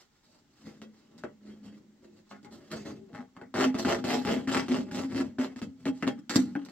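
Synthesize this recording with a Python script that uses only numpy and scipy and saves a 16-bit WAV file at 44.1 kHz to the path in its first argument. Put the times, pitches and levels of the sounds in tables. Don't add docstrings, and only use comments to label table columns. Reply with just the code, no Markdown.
import sys
import numpy as np
from scipy import signal
from scipy.fft import rfft, irfft, next_fast_len
from scipy.io import wavfile
from scipy.ndimage import uniform_filter1d, map_coordinates

SR = 44100
rng = np.random.default_rng(int(sys.argv[2]) if len(sys.argv) > 2 else 0)


def generate_wav(sig):
    pcm = np.round(np.clip(np.atleast_2d(sig).T, -1, 1) * 32767).astype(np.int16)
    wavfile.write(sys.argv[1], SR, pcm)


N = 295911


def amp(db):
    return 10 ** (np.asarray(db) / 20)


def unit(x):
    return x / np.sqrt(np.mean(x ** 2) + 1e-20)


def along(points, hz):
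    f, v = np.transpose(points)
    return np.interp(np.log(hz + 1), np.log(f + 1), v)


def filtered(x, response):
    m = next_fast_len(N + SR // 2)
    return irfft(rfft(x, m) * response(np.fft.rfftfreq(m, 1 / SR)), m)[..., :N]


def through(x, shape):
    def normalized(hz):
        gain = shape(hz)
        return gain / np.sqrt(np.mean(np.abs(gain) ** 2))
    return filtered(x, normalized)


def modes(table):
    def response(hz):
        total = 0
        for k, (center_hz, width_hz, db) in enumerate(table):
            damping = 1j * hz * width_hz
            total = total + (-1) ** k * amp(db) * damping / (center_hz ** 2 - hz ** 2 + damping)
        return total
    return response


def wobble(rate):
    knots = rng.standard_normal(int(N * rate / SR) + 4)
    return map_coordinates(knots, [np.arange(N) * rate / SR])


def wavering(depth):
    return np.cumsum(1 + depth * wobble(rate=44)) / SR


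def joined(tables):
    rows = []
    for table, after in zip(tables, tables[1:] + [[(N / SR,)]]):
        hold_end_s = max(after[0][0] - 1 / 2000, table[-1][0])
        rows += [*table, (hold_end_s, *table[-1][1:])]
    s, *cols = np.transpose(rows)
    return [np.interp(np.arange(N) / SR, s, c) for c in cols]


# f/Hz, relative density/dB
HUSH_SPECTRUM = [(12, -37), (20, 5), (49, 1.5), (241, 7), (678, -13.5), (825, -2), (923, -9.5), (2140, -10),
                 (2530, -15.5), (2910, -13), (7310, -15), (10800, -36), (16000, -21)]
HUSH_MID_DB = -71


def hush():
    mid, side = through(rng.standard_normal((2, N)), lambda hz: amp(along(HUSH_SPECTRUM, hz)))
    side = filtered(side, lambda hz: hz / (hz + 400))
    return amp(HUSH_MID_DB) * np.array([mid + side, mid - side])


# f/Hz, level/dB
WET_LEVEL = [(60, -22), (300, -17), (560, 0), (1200, -6), (3000, -3), (8000, 3)]
# f/Hz, t60/s
ROOM_T60 = [(200, 0.22), (1000, 0.082), (4000, 0.062), (12000, 0.031)]


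def room(x):
    x = filtered(x, lambda hz: amp(along(WET_LEVEL, hz)))
    out, step = np.zeros((2, N + SR)), SR // 4
    fade = np.interp(np.arange(step + 256), [0, 256, step, step + 256], [0, 1, 1, 0])
    predelay = 200
    for at in range(0, N, step):
        hz, t, z = signal.stft(rng.standard_normal((2, SR // 3)), SR, nperseg=256)
        decay = amp(-60 * t / along(ROOM_T60, hz)[:, None])
        tail = signal.istft(z * decay, SR, nperseg=256)[1]
        tail = tail / np.linalg.norm(tail[0])
        piece = x[at:at + len(fade)]
        piece = piece * fade[:len(piece)]
        wet = signal.fftconvolve(piece[None], tail, axes=1)
        start = at + predelay
        out[:, start:start + wet.shape[1]] += wet
    return out[:, :N]


# loudest t/s, nominal f/Hz, nominal level/dB, swell/(dB/s), fade/(dB/s)
NECK_NOTES = [(0.666, 217.7, -47.5, 300.4, 63.7), (0.826, 225, -52, 1000, 500),
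              (0.862, 217.6, -52, 756, 83.7), (1.17, 217, -56, 89.5, 163.4),
              (1.238, 218.9, -47.5, 3074, 148.1), (1.5, 210, -42.5, 136, 187),
              (1.64, 208.8, -47, 269.9, 151), (1.72, 214, -51, 149, 60.7), (1.79, 212, -62, 200.3, 220),
              (1.85, 350, -72, 199.7, 59.5), (2.08, 348, -55, 201.7, 120.4), (2.13, 214, -55, 60.1, 69.6),
              (2.326, 203.2, -51, 833.3, 157.4), (2.558, 219, -51, 74.5, 480.5),
              (2.76, 216.6, -45, 151.1, 65.07), (2.916, 213, -45, 69.7, 75.2),
              (3.0, 381, -52.5, 79.9, 100.1), (3.132, 271.8, -39.5, 3000, 1018),
              (3.192, 239, -36, 938, 648.1), (3.19, 256.4, -43, 461.3, 239.3),
              (3.431, 255.6, -45, 324.4, 268.9), (3.55, 257.8, -30.5, 2993, 100),
              (3.677, 262.7, -19.5, 237.6, 210.3), (3.858, 264.5, -25, 2000, 600),
              (3.909, 264.6, -33, 925.9, 198.1), (4.054, 254.2, -29.5, 925.9, 100),
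              (4.096, 259, -33.5, 299.9, 299.6), (4.22, 258.5, -31.5, 89.9, 287.3),
              (4.27, 252, -25, 859.6, 472.7), (4.372, 254.4, -33, 94.1, 383.6),
              (4.49, 259.3, -25.5, 504.5, 85.43), (4.594, 258.8, -32, 765.2, 219),
              (4.71, 254.7, -20, 920, 164.8), (4.775, 269, -36, 215.8, 229.8),
              (4.952, 259.7, -30.5, 401.3, 188.7), (5.051, 262, -26, 702, 247.3),
              (5.154, 258.7, -29.5, 1500, 119.8), (5.215, 262, -26, 400, 299.6),
              (5.265, 265, -32, 287.1, 474), (5.397, 259.3, -20, 1800, 250),
              (5.581, 252.3, -40, 585.3, 935), (5.617, 268, -36.5, 2914, 130.3),
              (5.701, 264, -40.5, 200.3, 800), (5.802, 268.7, -70, 215, 194.6),
              (5.862, 263.9, -24.5, 3000, 199.8), (5.887, 262.6, -29, 400, 260),
              (6.087, 261.8, -23, 324, 500.2), (6.163, 239.7, -36, 400, 474),
              (6.332, 240.8, -46, 198.1, 1008), (6.362, 261.3, -16, 6000, 456),
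              (6.405, 267.2, -22.5, 500, 698.7), (6.436, 281.8, -42, 277.8, 216),
              (6.575, 287.8, -23.5, 750, 587.7), (6.633, 280.7, -35, 190.6, 377.3)]


def notes():
    out, t, clock = np.zeros(N), np.arange(N) / SR, wavering(depth=.02)
    for s, hz, db, swell, fade in NECK_NOTES:
        on = slice(round(s * SR) - SR // 4, round(s * SR) + SR // 4)
        level_db = db + 0.5 - np.maximum(swell * (s - t[on]), fade * (t[on] - s))
        out[on] += np.sqrt(2) * amp(level_db) * np.sin(2 * np.pi * hz * clock[on])
    return out * amp(1.23 * wobble(rate=34))


# f/Hz, width/Hz, relative level/dB
AIR_WHOLE_MODES = [(212, 79, -5.5), (294, 73.5, -2), (163, 56, -9), (81, 31, -7)]
AIR_SLIT_MODES = [(262.5, 68.5, -2.5), (217.2, 62.6, 0), (187.5, 38.6, -3.5), (95.6, 49, -12.5)]
AIR_CUT_MODES = [(240.7, 33, -5), (293.4, 31, 0), (205, 51.4, -2), (125, 160, -13.5)]
WALL_MODES = [(813, 7.6, 4), (1160, 17, -2.5), (1120, 260, -4), (1340, 96, -8.8), (1478, 46, 7)]
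SNAP_MODES = [(753, 340, -1), (1390, 915, 2.6), (2118, 448, -0.5)]
PANEL_MODES = [(352, 43.6, 5), (410, 87, 1), (468, 17.5, 2), (502, 58, -8.5), (625, 105, -7.5)]
RIM_MODES = [(2200, 570, -6.5), (2623, 45, 6.5), (2900, 810, -1.5), (3245, 13.4, 4.5)]
BLADE_MODES = [(4280, 430, -11), (7330, 540, 13)]
# f/Hz, relative density/dB
EDGE_SPECTRUM = [(1470, 4.5), (2500, -30), (2740, -32), (3060, 0.5), (4480, 7), (6700, -0.5), (7530, -12),
                 (10300, -24.5), (11500, -9.5), (16000, -25)]
# start t/s, end t/s
SLIT_SPAN_S = (2.72, 3.6)
CUT_SPAN_S = (5.62, 6.06)


def bottle(wall_force, rim_force, panel_force, air_force, edge_force):
    t = np.arange(N) / SR
    slit = np.interp(t, SLIT_SPAN_S, [0, np.pi / 2])
    cut = np.interp(t, CUT_SPAN_S, [0, np.pi / 2])
    whole = through(air_force, modes(AIR_WHOLE_MODES))
    opened = through(air_force, modes(AIR_SLIT_MODES))
    gaping = through(air_force, modes(AIR_CUT_MODES))
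    air = np.cos(slit) * whole + np.sin(slit) * (np.cos(cut) * opened + np.sin(cut) * gaping)

    edge = through(edge_force, lambda hz: amp(along(EDGE_SPECTRUM, hz)))
    edge = edge + 0.41 * through(edge_force, modes(BLADE_MODES))
    wall = .95 * through(wall_force, modes(SNAP_MODES)) + .4 * through(wall_force, modes(WALL_MODES))
    panels = through(panel_force, modes(PANEL_MODES))
    rim = through(rim_force, modes(RIM_MODES))

    def soft(top_hz):
        return lambda hz: 1 / (1 + 1j * hz / top_hz) ** 2
    plastic = 1.178 * filtered(wall + panels + air, soft(top_hz=2630))
    return plastic + filtered(rim, soft(top_hz=5700)) + edge


def hardness(edge_db):
    return amp(np.clip(0.87 * (edge_db + 13.5), -18, 4) - 7)


BLADE_KNOCKS = [(0.669, -43.5, 1324, 10, 14.5, -25), (0.817, -34.5, 1300, -4, -4, -9.5),
                (1.18, -56.5, 1450, -11, -5, 12), (1.237, -20, 1370, -10.5, 0, -24.5),
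                (2.313, -31.5, 1111, -32, -22, -21), (2.43, -54, 1500, 6, -5, 4),
                (2.447, -46.5, 2150, 5, -12, 2), (2.715, -34.5, 1891, -5, -22, 5.5),
                (3.131, -42, 1398, 7, -10, -13), (3.148, -28, 1400, -5, -11, -22.5),
                (3.366, -35.5, 1045, -2, -19, -17), (3.414, -29.5, 1525, -9, 2, -23),
                (3.541, -23, 1072, -3, 4.5, -19), (3.551, -32, 1400, 5, -17, -33),
                (3.56, -16.5, 1440, -21, -7, -30), (3.744, -25.5, 1214, 6.5, 1, -16),
                (3.849, -11.5, 1406, -9.5, -28, -22), (4.041, -22.5, 1400, 1, 3, -13),
                (4.25, -20.5, 1259, 1.5, -8, -12), (4.474, -22.5, 1897, 2.5, -11, -19.5),
                (4.683, -26.5, 1230, 2.5, 1, -10), (4.913, -28, 1604, -3, -12, -18),
                (5.385, -22, 1486, -2, 2, -33), (5.561, -35.5, 1926, 5, -10, -14.5),
                (5.617, -28, 1670, 6, -5, -11.5), (5.855, -24, 1891, -4, 7, -12),
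                (5.866, -29.5, 2253, -9, -10, -11), (5.879, -26.5, 1400, -6, -11, -9),
                (5.887, -39, 1068, 13, -9, -16), (5.949, -60, 1595, 2, 0, -5),
                (6.025, -22.5, 1280, 1.5, 3, -14.5), (6.069, -23.5, 1407, 6.5, 3, -15),
                (6.077, -20, 1044, -1, 5, -8), (6.19, -49.5, 1542, 13.5, -6, 2.5),
                (6.295, -22, 1580, -5, -13, -1.5), (6.358, -23.5, 1524, 18.5, -11, 13.5),
                (6.553, -17.5, 1560, -4.5, -33, -37), (6.65, -50, 1259, -1, -7, 11.5)]


def knocks():
    forces, snaps, t = np.zeros((5, N + SR)), np.zeros(N + SR), np.arange(SR // 10) / SR
    for s, db, hz, boom_db, panel_db, edge_db in BLADE_KNOCKS:
        at = round(s * SR)
        on = slice(at, at + len(t))
        snap_envelope = amp(db - 0.5 - 60 * t / 0.008) * (1 - np.exp(-t / 0.0002))
        snaps[on] += snap_envelope * np.sin(2 * np.pi * hz * t)
        crackle_envelope = amp(db + edge_db - 7.0 - 60 * t / 0.019)
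        forces[4, on] += crackle_envelope * rng.standard_normal(len(t))
        blow = amp([db + 6.5, db + 14.5, db + panel_db + 9.5, db + boom_db + 19])
        forces[:4, at] += blow * [1, hardness(edge_db - 1), 1, 1]
    return snaps[:N] + bottle(*forces[:, :N])


def teeth(rate, jitter, scatter_db, life_s):
    draws = rng.standard_normal((N // 40, 2))
    passed = np.flatnonzero(np.diff(np.floor(np.cumsum(rate / SR))))
    uneven, draws = jitter[passed], draws[:len(passed)]
    at = passed + uneven * SR / rate[passed] * draws[:, 0]
    at = np.clip(at, 0, N - 1).astype(int)
    plucks = np.bincount(at, amp(scatter_db * uneven * draws[:, 1]), N)
    chatter = signal.lfilter([1], [1, -np.exp(-1 / (life_s * SR))], plucks)

    def steady(x):
        return x / np.sqrt(np.abs(uniform_filter1d(x ** 2, SR // 25)) + 1e-9)
    return steady(plucks), steady(chatter)


def patchy(x, depth_db):
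    z = signal.stft(x, nperseg=128)[2]
    field = uniform_filter1d(rng.standard_normal(z.shape), size=2, axis=0)
    field = uniform_filter1d(field, size=30, axis=1)
    return signal.istft(z * amp(depth_db * unit(field)), nperseg=128)[1][:N]


BLADE_STROKES = [ (0.0, 0.0048, 0.0041, 410, 1.8, -60.5, -21, -7, 1.5, -27),
                 (0.089, 0.065, 0.0093, 200, 16.5, -75.5, -3, -1, 0.5, -30),
                 (0.222, 0.011, 0.011, 400, 10.5, -73, -11, -9, 3.5, -30),
                 (0.262, 0.069, .02, 130, 4.5, -72, 10.5, -1, 1.5, -30),
                 (0.48, 0.13, 0.014, 202.4, 16.2, -66.5, 7.5, 0, -0.5, -30),
                 (0.632, 0.038, 0.0053, 159.1, 10.9, -57, 10.5, 3.5, -2, -30),
                 (0.817, .002, .002, 330, 1, -54, -6, 7.5, -9, -30),
                 (0.92, 0.055, 0.079, 221, 6, -71, 8, 1, -4, -30),
                 (1.089, .03, .05, 148.5, 8.7, -70, 17, 7.5, -11, -23),
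                 (1.18, 0.0022, 0.0054, 170, 1, -67.5, 13, -9, 1.5, -30),
                 (1.236, .002, 0.0023, 420, 1, -40, -1.5, 1, -29, -23),
                 (1.41, 0.063, 0.019, 130, 15.4, -63, 13.5, 8.5, -6, -25),
                 (1.619, 0.029, 0.0086, 130, 14, -62, 17.5, 3, -6, -30),
                 (1.739, 0.023, 0.016, 350, 3, -73, -11, 6, -3, -46),
                 (1.929, 0.031, 0.0044, 271.6, 14.8, -77.5, 7, 5, -6, -36),
                 (2.0, 0.027, 0.011, 170.7, 23.2, -68, 9, 10.5, -4, -32),
                 (2.115, 0.062, 0.0049, 352.7, 14, -69, 14, 7, 0, -28),
                 (2.249, 0.017, 0.019, 199.1, 15, -73, -7, -3, -3, -30),
                 (2.292, 0.0033, 0.013, 298, 4, -70, -5, 0, 8, -30),
                 (2.309, .006, .012, 300, 5.8, -47.5, -2, -6.5, -34, -24),
                 (2.43, 0.024, 0.0028, 300.4, 11.3, -54, 6.5, -2.5, -19, 1),
                 (2.509, 0.0091, 0.0096, 151, 6.1, -58, 11.5, 5.5, 0, -15),
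                 (2.56, 0.019, 0.12, 202, 2, -65, 4, 4, -5.5, -27),
                 (2.704, 0.02, .01, 168.7, 8.8, -45.5, 9.5, 6.5, -3.5, -18),
                 (2.845, .028, 0.027, 240.1, 4, -52, 14.5, 9.5, -5, -11),
                 (3.072, 0.016, 0.011, 120.3, 13.5, -65.5, 15, 12, -20, -37),
                 (3.13, .02, .062, 430, 6, -48, 0, -5, -19, -8),
                 (3.34, .015, .012, 400, 12, -69, 11, 5, -12, -20),
                 (3.367, 0.0019, 0.0026, 328.8, 0.95, -51.5, -3, 1, -28, -16),
                 (3.415, 0.0022, 0.0085, 380.5, 1.1, -50, 4, -2, -25, -6),
                 (3.541, 0.053, 0.05, 420.2, 7.7, -28, 0, 1, -11.5, -8),
                 (3.745, 0.0019, .005, 230.3, 0.99, -39.5, 0, 4.5, -11.5, -15),
                 (3.778, .013, .005, 251, 5.3, -42, 11.5, 8.5, 1.5, -20),
                 (3.848, .038, .035, 261.4, 3.92, -30.5, 5, 3, -11.5, -13),
                 (4.04, 0.074, 0.027, 220.2, 6.65, -33, 3.5, 3, -6, -4),
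                 (4.25, 0.02, 0.058, 220.3, 3.95, -35, 9, 7, -8.5, -13),
                 (4.474, .08, .02, 298.7, 10, -29.5, 1.5, -1.5, -10, -16),
                 (4.684, .03, 0.057, 249.5, 5.6, -41, 12, 6, -7.5, -16),
                 (4.86, 0.027, 0.0053, 403, 4.15, -56, 6, 5.5, -14, -18),
                 (4.912, 0.045, 0.048, 282.1, 8.2, -40, 8.5, 2.5, -5.5, -11),
                 (5.08, 0.079, 0.05, 301.8, 18, -42, 13.5, 5.5, -7.5, -23),
                 (5.385, .004, 0.046, 333.6, 1.07, -38.5, 2, 2, -10, -24),
                 (5.56, 0.023, 0.0019, 549, 5.17, -54, 6.5, 0, -4, -24),
                 (5.618, 0.0022, 0.0034, 398.3, 1.12, -45.5, 15, 1.5, -6.5, -34),
                 (5.74, 0.069, 0.012, 182.1, 18.4, -68, 23, 0, 0, -20),
                 (5.855, 0.0019, 0.027, 380.4, 0.8, -43.5, 12.5, 4, -12, -5.5),
                 (5.94, 0.011, .07, 200, 1, -65.5, 15, -2, 0.5, -20),
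                 (6.025, .002, 0.0034, 348.5, 1.14, -40, 13.5, -1, -15, -20),
                 (6.066, .012, 0.0061, 451.4, 13.55, -35.5, 7, -4, -12, -6),
                 (6.296, .002, 0.0054, 181.3, 0.95, -38.5, 0, 2, -2.5, -20),
                 (6.34, 0.0052, .01, 512.4, 4.2, -41, 10, -6, -1.5, -20),
                 (6.357, 0.0022, 0.0027, 319.3, 1, -36, 18, 1, -0.5, -10),
                 (6.553, 0.0014, 0.0019, 752.5, 0.92, -39, 5, -1, -22.5, 5),
                 (6.59, 0.011, 0.019, 173.3, 0.89, -58.5, 8, -3, -13, -3),
                 (6.654, 0.048, 0.013, 197.6, 6.5, -58, 7, 3, -2, -18), ]
FALL_PACE = (1, 0.46, 1, 1, 0.67)
ENTRY_SHARE = (1, 0.64, 0.92, 0.97, 1.5)
TRAIL_LEVEL_DB = (-20, -18, -17.5, -20, -62)
TRAIL_PACE = .3


def movements(size=8):
    power, t = np.full((5, (N + SR) // size), 1e-14), np.arange(0, SR // 2, size) / SR
    for s, rise, hold, fall, entry_db, rasp_db, *above_db in BLADE_STROKES:
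        falling_db = np.outer(FALL_PACE, fall * np.maximum(t - rise - hold, 0))
        entering_db = np.outer(ENTRY_SHARE, entry_db * np.maximum(1 - t / rise, 0))
        top_db = rasp_db + np.array([0, *above_db])[:, None] - entering_db
        trail_db = np.c_[list(TRAIL_LEVEL_DB)] - TRAIL_PACE * falling_db
        decay_power = amp(-2 * falling_db) + amp(2 * trail_db)
        power[:, round(s * SR / size):][:, :len(t)] += amp(2 * top_db) * decay_power
    return np.repeat(10 * np.log10(power), size, axis=1)[:, :N]


# t/s, pluck share/0-1 at speed, most teeth/s, unevenness/0-1
BLADE_BITE = [
    [(0, .3, 300, .3)],
    [(3.13, .99, 108, .05)],
    [(3.36, .3, 300, .3)],
    [(3.541, .96, 250, .26)],
]
RING_HZ = 823


def sawing():
    rasp_db, boom_db, panel_db, edge_db, ring_db = movements()
    peak_db, = joined([[(k[0], k[5])] for k in BLADE_STROKES])
    speed = np.clip(amp(.6 * (rasp_db - peak_db)), .3, 1)
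    bite, top_rate, jitter = joined(BLADE_BITE)
    bite = bite * np.clip(3 * speed - .8, 0, 1)
    plucks, chatter = teeth(top_rate * np.sqrt(speed), jitter, scatter_db=15, life_s=.0012)
    rub = rng.standard_normal((4, N))
    wall, panel = np.sqrt(bite) * plucks + np.sqrt(1 - bite) * rub[:2]
    edge = rub[2] * (0.41 * bite * chatter + 1 - 0.47 * bite)
    wall, edge = patchy(wall, depth_db=2.5), patchy(edge, depth_db=1.5)

    grip_db = 2.2 * wobble(rate=110)
    wall = amp(rasp_db - 2.0 + grip_db) * wall
    rim = hardness(edge_db - rasp_db) * wall
    panel = amp(panel_db - 3.5) * panel
    air = amp(boom_db - 3.5) * rub[3]
    edge = amp(edge_db) * amp(1.02 * grip_db) * edge
    ring_gain = amp(ring_db + 3.3 * wobble(rate=40))
    ring = ring_gain * np.sin(2 * np.pi * RING_HZ * wavering(depth=0.012607))
    return ring + bottle(wall, rim, panel, air, edge)


# f/Hz, level/dB
PORT_TILT = [(100, 1), (1300, 1.8), (2400, 3), (4400, -9.5), (8000, -5), (15000, 3.5)]
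# f/Hz, phase/rad
PORT_LEAD = [(60, 0), (1000, .2), (2700, .6), (4700, 2.2), (7000, 3.5), (9000, 6), (12000, 10), (16000, 14)]
BASS_HZ = 69


def scene():
    near = amp(-2.0) * (sawing() + knocks() + notes())
    near = filtered(near, lambda hz: (1j * hz / (BASS_HZ + 1j * hz)) ** 3)
    half = np.array([[.5], [-.5]])

    def port_response(hz):
        return amp(half * along(PORT_TILT, hz)) * np.exp(1j * half * along(PORT_LEAD, hz))
    ports = filtered(near, port_response)
    return ports + room(near) + hush()


TOP_HZ = 15900


def record(dry):
    return filtered(dry, lambda hz: hz < TOP_HZ)


dry = scene()
out = record(dry)
generate_wav(out)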